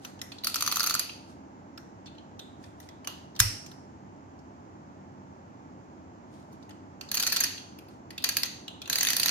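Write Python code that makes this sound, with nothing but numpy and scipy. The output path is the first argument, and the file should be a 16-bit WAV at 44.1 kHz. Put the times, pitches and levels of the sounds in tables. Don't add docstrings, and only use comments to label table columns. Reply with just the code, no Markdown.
import sys
import numpy as np
from scipy import signal
from scipy.fft import rfft, irfft, next_fast_len
from scipy.io import wavfile
from scipy.ndimage import uniform_filter1d

SR = 44100
rng = np.random.default_rng(int(sys.argv[2]) if len(sys.argv) > 2 else 0)


def unload_audio(sound):
    columns = np.transpose(np.atleast_2d(sound))
    steps = np.round(np.clip(columns, -1, 1) * 32767)
    wavfile.write(sys.argv[1], SR, steps.astype(np.int16))


N = 410130

PORT_LIKENESS = 0.31
SNAP_LATE_S, SNAP_S = .002, 0.0002
CREST_DB = 8
WALL_BLUR, WALL_RING_DB = 3.0, -9


def from_db(db):
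    return 10 ** (np.asarray(db) / 20)


def at_hz(points, hz):
    table = np.array(points)
    return np.interp(np.log(np.maximum(hz, 1)), np.log(table[:, 0]), table[:, 1])


def peak_one(x):
    return x / np.max(np.abs(x))


def unit(x):
    return x / np.sqrt(np.sum(x ** 2))


def single_click(size):
    return np.eye(1, size)[0]


def add(track, sound, s):
    i = round(s * SR)
    track[..., i:i + sound.shape[-1]] += sound[..., :max(N - i, 0)]


def resonance(x, hz, width_hz):
    r = np.exp(-np.pi * width_hz / SR)
    zeros = [(1 - r * r) / 2, 0, (r * r - 1) / 2]
    poles = [1, -2 * r * np.cos(2 * np.pi * hz / SR), r * r]
    return signal.lfilter(zeros, poles, x)


def modes(x, table, vary_db):
    change = rng.standard_normal((len(table), 2))
    total = 0
    for k, ((hz, width, db), (level_change, pitch_change)) in enumerate(zip(table, change)):
        gain = (-1) ** k * from_db(db + vary_db * level_change)
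        total = total + gain * resonance(x, hz * (1 + 0.0065 * vary_db * pitch_change), width)
    return unit(total)


def wider(table, walls, blur=WALL_BLUR):
    return [(hz, width * (max(blur, 1) if walls else 1), db) for hz, width, db in table]


def contact(length_s, rise_s=0.0067, grain_db=4.0, size=4000, snap_db=-60):
    t = np.arange(size) / SR
    swell = (1 - np.exp(-t / rise_s)) * np.exp(-t / max(length_s, 5e-4))
    snap = np.exp(-((t - SNAP_LATE_S) / SNAP_S) ** 2)
    swell = swell + from_db(snap_db) * swell.max() * snap
    shared, *own = rng.standard_normal((3, len(t)))
    alike = np.clip(PORT_LIKENESS, 0, 1)
    impacts = np.sqrt(alike) * shared + np.sqrt(1 - alike) * np.array(own)
    unevenness = from_db(grain_db * rng.exponential(1, len(t)).clip(0, 4))
    return swell * impacts * unevenness


def strike(tracks, s, peak_db, body, blow, vary_db, wet_db=0):
    heard = body(blow, vary_db)
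    power = np.mean(heard ** 2, axis=0)
    loudest_ms = np.sqrt(uniform_filter1d(power, size=SR // 1000).max())
    gain = from_db(peak_db - CREST_DB) / loudest_ms
    add(tracks[:2], gain * heard, s)
    to_walls = unit(body(single_click(blow.shape[1]), vary_db / 2, walls=True))
    energy = np.sqrt(np.sum(heard ** 2) / 2)
    add(tracks[2], from_db(wet_db) * gain * energy * to_walls, s + .002)


# (frequency [Hz], relative level [dB])
AIR_COLOUR = [(15, -74.5), (25, -45), (81, -5.5), (120, -9.5), (187, -8), (308, -3), (456, -13), (878, -9),
              (1230, -18), (2930, -34), (3700, -39.5), (6940, -35), (9500, -63), (12000, -54.5),
              (13000, -60.5)]
# (frequency [Hz], likeness [0-1])
AIR_LIKENESS = [(25, .8), (60, .95), (125, 1), (250, .75), (500, .6), (1000, 0.7), (2500, 0), (6000, 0)]
# (frequency [Hz], width [Hz], relative level [dB])
ROOM_STANDING_WAVES = [(100, 16, 1), (141, 18, 1.5), (192, 19, 3.5), (236, 26, -7.5), (269, 16, -5),
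                       (302.5, 7, -17)]
AIR_DB, AIR_LEAD_S = -50, 0.00041


def air():
    hz = np.arange(N // 2 + 1) * SR / N
    shared, left, right = rfft(rng.standard_normal((3, N)))
    alike = np.clip(at_hz(AIR_LIKENESS, hz), 0, 1)
    late = np.exp(-2j * np.pi * hz * AIR_LEAD_S)
    pair = np.sqrt(alike) * shared * [late ** 0, late] + np.sqrt(1 - alike) * np.array([left, right])
    humps = 1
    for top_hz, width_hz, db in ROOM_STANDING_WAVES:
        humps = humps + from_db(db + 0.5) / (1 + (2 * (hz - top_hz) / width_hz) ** 2)
    out = irfft(pair * humps * from_db(at_hz(AIR_COLOUR, hz)) * (hz > 15), N)
    balance = from_db([[-.7], [.7]])
    return from_db(AIR_DB) * out / out.mean(axis=0).std() * balance


# (time of the loudest moment [s], level [dB])
FINGER_SLIDES = [(0.046, -54), (1.3, -62), (2.643, -59.5), (2.83, -59.5), (6.34, -65), (6.39, -70),
                 (6.43, -81.5), (6.528, -68.5), (6.636, -75.5), (7.91, -65.5)]
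SLIDE_RISE_DB_PER_S, SLIDE_FALL_DB_PER_S = 400, 198


def rustle():
    t = np.arange(N) / SR
    level = 0
    for s, db in FINGER_SLIDES:
        below_db = np.maximum(SLIDE_RISE_DB_PER_S * (s - t), SLIDE_FALL_DB_PER_S * (t - s))
        level = level + from_db(db - below_db)
    grains = rng.standard_normal((2, N)) * from_db(5.6 * rng.exponential(1, N).clip(0, 4))
    sound = resonance(grains, 10300, 5000) + from_db(40.0) * resonance(grains, 3600, 4200)
    sound = signal.sosfilt(signal.butter(3, 12500, fs=SR, output="sos"), sound)
    return level * sound / sound.std()


# (frequency [Hz], width [Hz])
FRAME_RINGS = [(1970, 30), (2400, 40), (2560, 25), (2680, 30), (2855, 7), (2897, 5), (2990, 20), (3245, 30),
               (3400, 25), (3550, 8), (3750, 22), (4021, 18), (4190, 30), (4340, 22), (4700, 40),
               (5150, 30), (5400, 40), (6280, 25)]
FRAME_REACH_DB_PER_OCTAVE = 95


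def frame_ring(x, pitch_hz):
    total = 0
    for hz, width in FRAME_RINGS:
        db = -FRAME_REACH_DB_PER_OCTAVE * abs(np.log2(hz / pitch_hz))
        if db > -18:
            total = total + from_db(db) * unit(resonance(x, hz, width))
    return unit(total)


# (frequency [Hz], width [Hz], relative level [dB])
PLASTIC_BODY = [(2536, 580, -10.5), (3640, 760, -7.5), (4460, 340, -4), (5817, 820, -4.5),
                (6180, 500, -0.5), (7360, 1200, -15)]
# (frequency [Hz], width [Hz], relative level [dB])
EDGE_CRACK = [(9260, 210, -12), (10340, 390, -12.5), (12140, 1100, -12.5), (13970, 580, -15.5),
              (14800, 420, -15.5)]
# (time [s], nominal peak [dB], main tone [Hz], second tone [Hz],
# second tone level [dB], third tone [Hz], broad share [dB], bright share [dB], ring share [dB])
HAND_TICKS = [(0.0487, -27.5, 5850, 2920, -11, 1310, 8, -1.5, -33),
              (0.191, -40.5, 2650, 2960, -6, 1641, 9, -19, -12.5),
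              (0.2151, -21.5, 5480, 1980, -3.5, 6870, -1, -7, -19),
              (0.319, -29.5, 4420, 3400, -4, 2520, 0, -15, -11),
              (0.384, -34.5, 4170, 3400, -1, 4800, -7, -37, -16.5),
              (0.4367, -24, 3960, 4700, -3, 2940, -10.5, -6, 3),
              (1.0944, -26.5, 2600, 3250, -1.5, 4000, -2, -21, -7),
              (1.776, -32.5, 5400, 1280, -1.5, 1690, -1.5, -15.5, -26),
              (2.058, -41, 3530, 4376, 5, 6200, 1, -30, -10),
              (2.064, -40, 4400, 3480, 3, 2930, -2, -30, -11),
              (2.071, -41.5, 3470, 4330, -0.5, 2680, -3.5, -31, -3),
              (2.077, -42, 2670, 4250, 0, 3530, -7, -30, -9),
              (2.149, -53, 2930, 3400, -12, 4100, -11, -40, -22),
              (2.1818, -41.5, 4100, 2980, 2, 3400, -8, -35, -16),
              (2.393, -30, 3700, 4000, 0, 3380, 2, -13.5, 0.5),
              (2.639, -42, 3466, 1781, -2, 2460, -1, -23, -20),
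              (2.801, -38.5, 6000, 1921, -1, 6640, -2.5, -3, -17),
              (2.888, -36.5, 3340, 4010, -3.5, 1960, 1.5, -17, -18),
              (3.046, -36, 2940, 5900, 1, 1690, 2, -8, -8),
              (3.073, -16.5, 2873, 6300, -3.5, 1149, 1.5, -2, -6),
              (3.352, -41.5, 6000, 1932, -7, 4100, 2, -19, -13),
              (3.3624, -33, 3218, 4205, -2, 3630, 0, -14, -20),
              (3.6616, -34.5, 5730, 6336, -3, 7040, 1, -8, -12.5),
              (3.715, -39.5, 6438, 1600, 9, 4180, -0.5, -9, -21),
              (4.39, -53, 5460, 4443, -6, 6400, -6, -30, -7.5),
              (6.527, -50, 6640, 5485, -4, 4400, -5, -2, -9.5),
              (6.6258, -47.5, 4700, 3570, -6.5, 5900, -1, -26.5, -11),
              (6.6927, -40.5, 1860, 2940, -9, 1308, 3, -4.5, -23),
              (6.7067, -42.5, 2870, 1850, 0, 5184, 5, -25, -19.5),
              (7.011, -25, 4480, 5900, -15, 2670, 3.5, -10.5, -13),
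              (7.088, -33.5, 4270, 4950, -3, 3859, -1, -20, -10),
              (7.578, -28, 3300, 2660, -4.5, 4300, -4, -27, -18),
              (7.7869, -36, 2460, 3280, -7, 4750, 3, -0.5, -11),
              (7.884, -47, 4200, 4980, -5, 3300, 2, -2, -14.5),
              (8.1053, -32, 1910, 5211, -9, 4460, 3, -5, -15),
              (8.179, -21.5, 3700, 2660, -2, 4370, -3, -12, -12),
              (8.223, -32, 4059, 4979, -1, 2723, -2, -6, -8),
              (8.68, -25, 2930, 4040, 2, 3290, -5, -19.5, -8.5),
              (8.8177, -25.5, 3330, 4166, 3, 2460, -1.5, -12.5, -5),
              (8.857, -30.5, 4096, 2740, -1, 3750, -8, -20, -10),
              (8.876, -28.5, 3359, 4085, 0, 1265, 4, -6, -12)]
TICK_S, TICK_RISE_SHARE = .0037, .6
TICK_SHORTER_PER_DB = 0.12
TICK_WIDTH_HZ, TICK_THIRD_DB = 130, -4
TICK_LOW_DB, TICK_ROOM_DB, TICK_VARY_DB = -11, -3, 4


def ticks():
    out = np.zeros((3, N))
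    dull = signal.butter(4, 7000, fs=SR, output="sos")
    for s, peak_db, pitch_hz, second_hz, second_db, third_hz, broad_db, bright_db, ring_db in HAND_TICKS:
        tone_table = [(pitch_hz, TICK_WIDTH_HZ, 0), (second_hz, TICK_WIDTH_HZ, second_db),
                      (third_hz, TICK_WIDTH_HZ, TICK_THIRD_DB)]

        def body(x, vary_db, walls=False):
            tones = modes(x, wider(tone_table, walls), .5)
            housing = from_db(TICK_LOW_DB) * unit(resonance(x, 1500, 700))
            broad = from_db(broad_db) * (modes(x, wider(PLASTIC_BODY, walls, blur=5), vary_db) + housing)
            ring = from_db(ring_db + WALL_RING_DB * walls) * frame_ring(x, pitch_hz)
            edge = from_db(bright_db) * modes(x, EDGE_CRACK, vary_db)
            return tones + ring + signal.sosfilt(dull, broad) + edge

        length_s = TICK_S * from_db(-TICK_SHORTER_PER_DB * (peak_db + 33.5))
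        blow = contact(length_s, TICK_RISE_SHARE * length_s, size=11000)
        strike(out, s - .001, peak_db, body, blow, TICK_VARY_DB, TICK_ROOM_DB)
    return out


# (frequency [Hz], time to fall 60 dB [s])
WALL_DECAY = [(800, 0.19), (1500, 0.55), (2800, 0.55), (4400, .55), (6200, 0.64), (9000, 0.52),
              (14700, 0.066)]
# (frequency [Hz], relative level [dB])
WALL_COLOUR = [(500, 17), (1500, 0.5), (3000, 3), (6000, -4.5), (8200, -3.5), (11000, 0.5), (15500, -3.5)]
ROOM_DB = -3.5


def room(x):
    t = np.arange(int(.8 * SR)) / SR
    edges, tail = 300 * 2 ** np.arange(0, 6.1, .5), 0
    for low, high in zip(edges, edges[1:]):
        hz = np.sqrt(low * high)
        band_pass = signal.butter(2, [low, high], "band", fs=SR, output="sos")
        band = signal.sosfilt(band_pass, rng.standard_normal((2, len(t))))
        tail = tail + band * from_db(at_hz(WALL_COLOUR, hz) - 60 * t / at_hz(WALL_DECAY, hz))
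    tail = tail * (1 - np.exp(-t / 0.001)) ** 2
    tail = signal.sosfilt(signal.butter(8, 15900, fs=SR, output="sos"), tail)
    tail /= np.sqrt(np.sum(tail ** 2) / 2)
    return from_db(ROOM_DB) * signal.fftconvolve(x[None], tail, axes=1)[:, :N]


# (time [s], nominal peak [dB], flap pitch [Hz], pop pitch [Hz],
# pop level [dB], share of the catch's ring [dB])
FLAP_RELEASES = [(.4443,-15,4650,1260,-44,0), (.5427,-14,4500,1280,-39,-10), (.607,-16,6030,1210,-38,-12),
                 (.6626,-14.5,6120,1220,-35,-9.5), (.7136,-14.5,4300,1200,-35,-12),
                 (0.7583,-13,5950,1290,-39,-10), (0.795,-13,4430,1200,-34,-9),
                 (0.8304,-15,6000,1310,-37,-15), (.863,-13.5,4900,1300,-38,-10),
                 (.8963,-13,4500,1300,-37,-7), (0.9401,-11.5,4400,1310,-37,-8),
                 (0.9941,-10.5,4760,1300,-39,-2.5), (7.1422,-15,5660,1810,-46,-15),
                 (7.1701,-14,4500,1700,-44,-8), (7.198,-13,4400,1650,-42,-10),
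                 (7.2255,-12.5,4530,1410,-42,-10), (7.2654,-12.5,4430,1400,-41,-15),
                 (7.3215,-11.5,4350,1650,-38,-12), (7.3617,-12.5,4320,1550,-38,-14),
                 (7.4038,-10.5,4500,1680,-34,-8), (7.437,-11.5,6500,1670,-31,-8),
                 (8.2403,-11.5,4020,1810,-37,-15), (8.2889,-11,3600,1730,-43,-18)]
# (time [s], nominal peak [dB], flap pitch [Hz], pop pitch [Hz], pop level [dB])
FLAP_LANDINGS = [(0.4694, -11.5, 4400, 1290, -29.5), (0.5574, -13.5, 5470, 1300, -28),
                 (0.5627, -20, 4360, 1340, -45), (0.623, -11.5, 6150, 1230, -27),
                 (0.6757, -12, 6100, 1210, -23.5), (0.723, -13.5, 4310, 1220, -26.5),
                 (0.7684, -13.5, 6050, 1230, -23.5), (0.8046, -11.5, 4450, 1310, -24),
                 (0.8394, -15, 4510, 1290, -30), (0.8706, -12.5, 6200, 1310, -27.5),
                 (0.9076, -13, 4470, 1310, -25.5), (0.95, -12, 4440, 1310, -23.5),
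                 (7.1149, -13.5, 4320, 1700, -34.5), (7.1501, -15.5, 4430, 1520, -47),
                 (7.1759, -15.5, 4320, 1680, -41), (7.2031, -15, 4330, 1650, -38),
                 (7.2341, -13, 4700, 1420, -37), (7.2728, -11, 4350, 1890, -33),
                 (7.3275, -12, 4380, 1700, -30.5), (7.367, -12.5, 4410, 1420, -33),
                 (7.407, -10, 6350, 1700, -29), (7.4419, -12, 4600, 1920, -33),
                 (8.2432, -11, 4550, 1840, -33), (8.2921, -13.5, 4500, 1700, -32),
                 (8.3685, -8.5, 4560, 1650, -33), (8.4327, -10.5, 4240, 1940, -31),
                 (8.8982, -12, 4070, 1630, -31), (8.9289, -12, 4200, 1600, -35),
                 (8.9563, -8.5, 4670, 1870, -33), (8.984, -11, 4230, 1960, -33),
                 (9.0085, -10, 6300, 1920, -30), (9.0296, -10, 6460, 1780, -32),
                 (9.0492, -11.5, 6550, 1730, -31), (9.07, -11, 4470, 1890, -25.5),
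                 (9.086, -8.5, 5900, 1990, -30), (9.103, -11, 6040, 1920, -28.5),
                 (9.1316, -12.5, 4650, 1800, -31), (9.1655, -10, 4670, 1780, -32),
                 (9.197, -10.5, 4400, 1750, -36), (9.2311, -8, 4400, 1780, -37),
                 (9.2586, -8, 4000, 1900, -29), (9.2815, -11.5, 4350, 1830, -32),
                 (9.2918, -9.5, 4330, 1510, -33)]
# (start time [s], send to the walls [dB], change of body below 4 kHz [dB])
KNOB_RUNS = [(0.3, -2.0, -3), (7.05, -1, -3.5), (8.15, -2.5, -2), (8.7, 0, -3)]
EDGE_DB, RELEASE_EDGE_DB = -4, 0.5
CATCH_DB = -20
RELEASE_RISE_S, LANDING_RISE_S = 0.0034, 0.0019
SETTLE_S, SETTLE_DB, SETTLE_SPREAD_DB = .035, -18, 3.0


def flap_contacts():
    rows = [(*row, EDGE_DB + RELEASE_EDGE_DB, RELEASE_RISE_S) for row in FLAP_RELEASES]
    landing = (CATCH_DB, EDGE_DB, LANDING_RISE_S)
    for s, db, flap_hz, pop_hz, pop_db in FLAP_LANDINGS:
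        rows.append((s, db, flap_hz, pop_hz, pop_db, *landing))
        for late, size in zip(rng.uniform(.2, 1, 2), rng.standard_normal(2)):
            less_db = SETTLE_DB + SETTLE_SPREAD_DB * size
            rows.append((s + SETTLE_S * late, db + less_db, flap_hz, pop_hz, pop_db + less_db, *landing))
    starts = np.transpose(KNOB_RUNS)[0]
    return [(*row, *KNOB_RUNS[np.searchsorted(starts, row[0]) - 1][1:]) for row in rows if row[0] < N / SR]


# (frequency [Hz], width [Hz], level [dB])
CATCH_TIP = [(4560, 4, 3), (4630, 4, 5), (4718, 4, 5)]
CATCH_HZ, CATCH_WIDTH_HZ = 4680, 55
FLAP_DB, FLAP_WIDTH_HZ = -6, 140
EDGE_SPREAD_DB, SNAP_DB = 3.5, 1.5
POP_CREST_DB, POP_WIDTH_HZ, POP_LATE_S = 3, 328, 0.000964


def flaps():
    out, click = np.zeros((3, N)), single_click(1500)
    for s, peak_db, flap_hz, pop_hz, pop_db, catch_db, edge_db, rise_s, wet_db, warm_db in flap_contacts():
        held = [(hz, width, db + warm_db * (hz < 4000)) for hz, width, db in PLASTIC_BODY]
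        edge_db = edge_db + EDGE_SPREAD_DB * rng.standard_normal()

        def body(x, vary_db, walls=False):
            housing = from_db(-11.5) * unit(resonance(x, 1600, 1206))
            flap_width_hz = FLAP_WIDTH_HZ * (WALL_BLUR if walls else 1)
            flap = from_db(FLAP_DB) * unit(resonance(x, flap_hz, flap_width_hz))
            catch = unit(resonance(x, CATCH_HZ, CATCH_WIDTH_HZ))
            catch = from_db(catch_db + WALL_RING_DB * walls) * catch
            edge_and_body = modes(x, held, vary_db) + from_db(edge_db) * modes(x, EDGE_CRACK, vary_db)
            return edge_and_body + housing + flap + catch

        blow = contact(0.0034, rise_s, size=3200, snap_db=SNAP_DB)
        strike(out, s - .001, peak_db, body, blow, 3.24, wet_db)
        pop = peak_one(resonance(resonance(click, pop_hz, POP_WIDTH_HZ), pop_hz, POP_WIDTH_HZ))
        facing_db = np.array([[0], [0], [-8]])
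        add(out, from_db(pop_db + POP_CREST_DB + facing_db) * pop, s + POP_LATE_S)
    heard = out[:2] + 1e-18
    out[:2] += sum(from_db(db) * resonance(heard, hz, width) for hz, width, db in CATCH_TIP)
    return out


def puffs():
    t, out = np.arange(4000) / SR, np.zeros(N)
    push = peak_one(np.sin(2 * np.pi * 30 * t) * np.exp(-t / 0.017))
    for s, peak_db, *_ in FLAP_RELEASES + FLAP_LANDINGS:
        add(out, from_db(peak_db - 48.5) * push, s)
    return out


# (frequency [Hz], width [Hz], relative level [dB])
METAL_BASE = [(1466, 440, -11.5), (3680, 990, -12.5), (5300, 160, -0.5), (6490, 310, -2.5), (7200, 380, -7),
              (9650, 160, -12)]
# (frequency [Hz], width [Hz], relative level [dB])
STEEL_COLUMN = [(1986, 20, -19), (3596, 10, -20), (5540, 5, -2), (5582, 4, 0), (9620, 6, -12)]
# (frequency [Hz], relative level [dB], time to fall 60 dB [s])
DESK_BOOM = [(35, -2, .3), (54, 5.5, 0.14), (64, 6, .12), (76, 9.5, 0.15), (94.9, 11.5, 0.23),
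             (109.2, 7.5, 0.326)]
KNOCK_S, KNOCK_DB, KNOCK_RING_DB = 3.4005, 0.5, -29
COLUMN_DB = -12.5


def knock():
    crack, boom = np.zeros((3, N)), np.zeros(N)

    def body(x, vary_db, walls=False):
        broad = from_db(-9.5) * unit(resonance(x, 6500, 3500))
        base = modes(x, wider(METAL_BASE, walls, blur=4.6), 0.45)
        plastic = from_db(-18.0) * modes(x, PLASTIC_BODY, vary_db)
        edge = from_db(-6.5) * modes(x, EDGE_CRACK, vary_db)
        column = from_db(COLUMN_DB + 2 * WALL_RING_DB * walls) * modes(x, STEEL_COLUMN, 0)
        return broad + base + plastic + edge + column

    strike(crack, KNOCK_S - .0095, KNOCK_DB - 16, body, contact(.005, size=12000), 1.5)
    hard_blow = contact(0.0024, rise_s=.0003, grain_db=4.0, size=30000)
    strike(crack, KNOCK_S, KNOCK_DB, body, hard_blow, 2.4, -2.3)
    crack = signal.sosfilt(signal.butter(3, 1050, "high", fs=SR, output="sos"), crack)
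    t = np.arange(SR) / SR
    for hz, db, t60 in DESK_BOOM:
        swing = -np.sin(2 * np.pi * hz * t) * (1 - np.exp(-t / 0.015))
        add(boom, from_db(KNOCK_RING_DB + db - 60 * t / t60) * swing, KNOCK_S + 0.0043)
    return crack, boom


# (frequency [Hz], left minus right [dB])
PORT_SHADE = [(100, -3), (500, 1.5), (1500, 1), (4000, -0.5), (6000, -0.5), (9000, -2.5), (14000, -7)]
CLOCK_LEAD_S = 8e-5


def ports(pair):
    size = next_fast_len(N + 8192)
    hz = np.arange(size // 2 + 1) * SR / size
    half = from_db(at_hz(PORT_SHADE, hz) / 2)
    late = np.exp(-2j * np.pi * hz * CLOCK_LEAD_S)
    return irfft(rfft(pair, size) * np.array([half, late / half]), size)[:, :N]


def scene():
    crack, boom = knock()
    clock = flaps() + ticks() + crack
    at_ports = clock[:2] + boom + puffs() + rustle() + room(clock[2])
    return ports(at_ports) + air()


def record(dry):
    rounded = np.tanh(dry / 1.1) * 1.1
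    steep_cut = signal.cheby2(12, 60, 16990, fs=SR, output="sos")
    return signal.sosfilt(steep_cut, rounded)


dry = scene()
out = record(dry)
unload_audio(out)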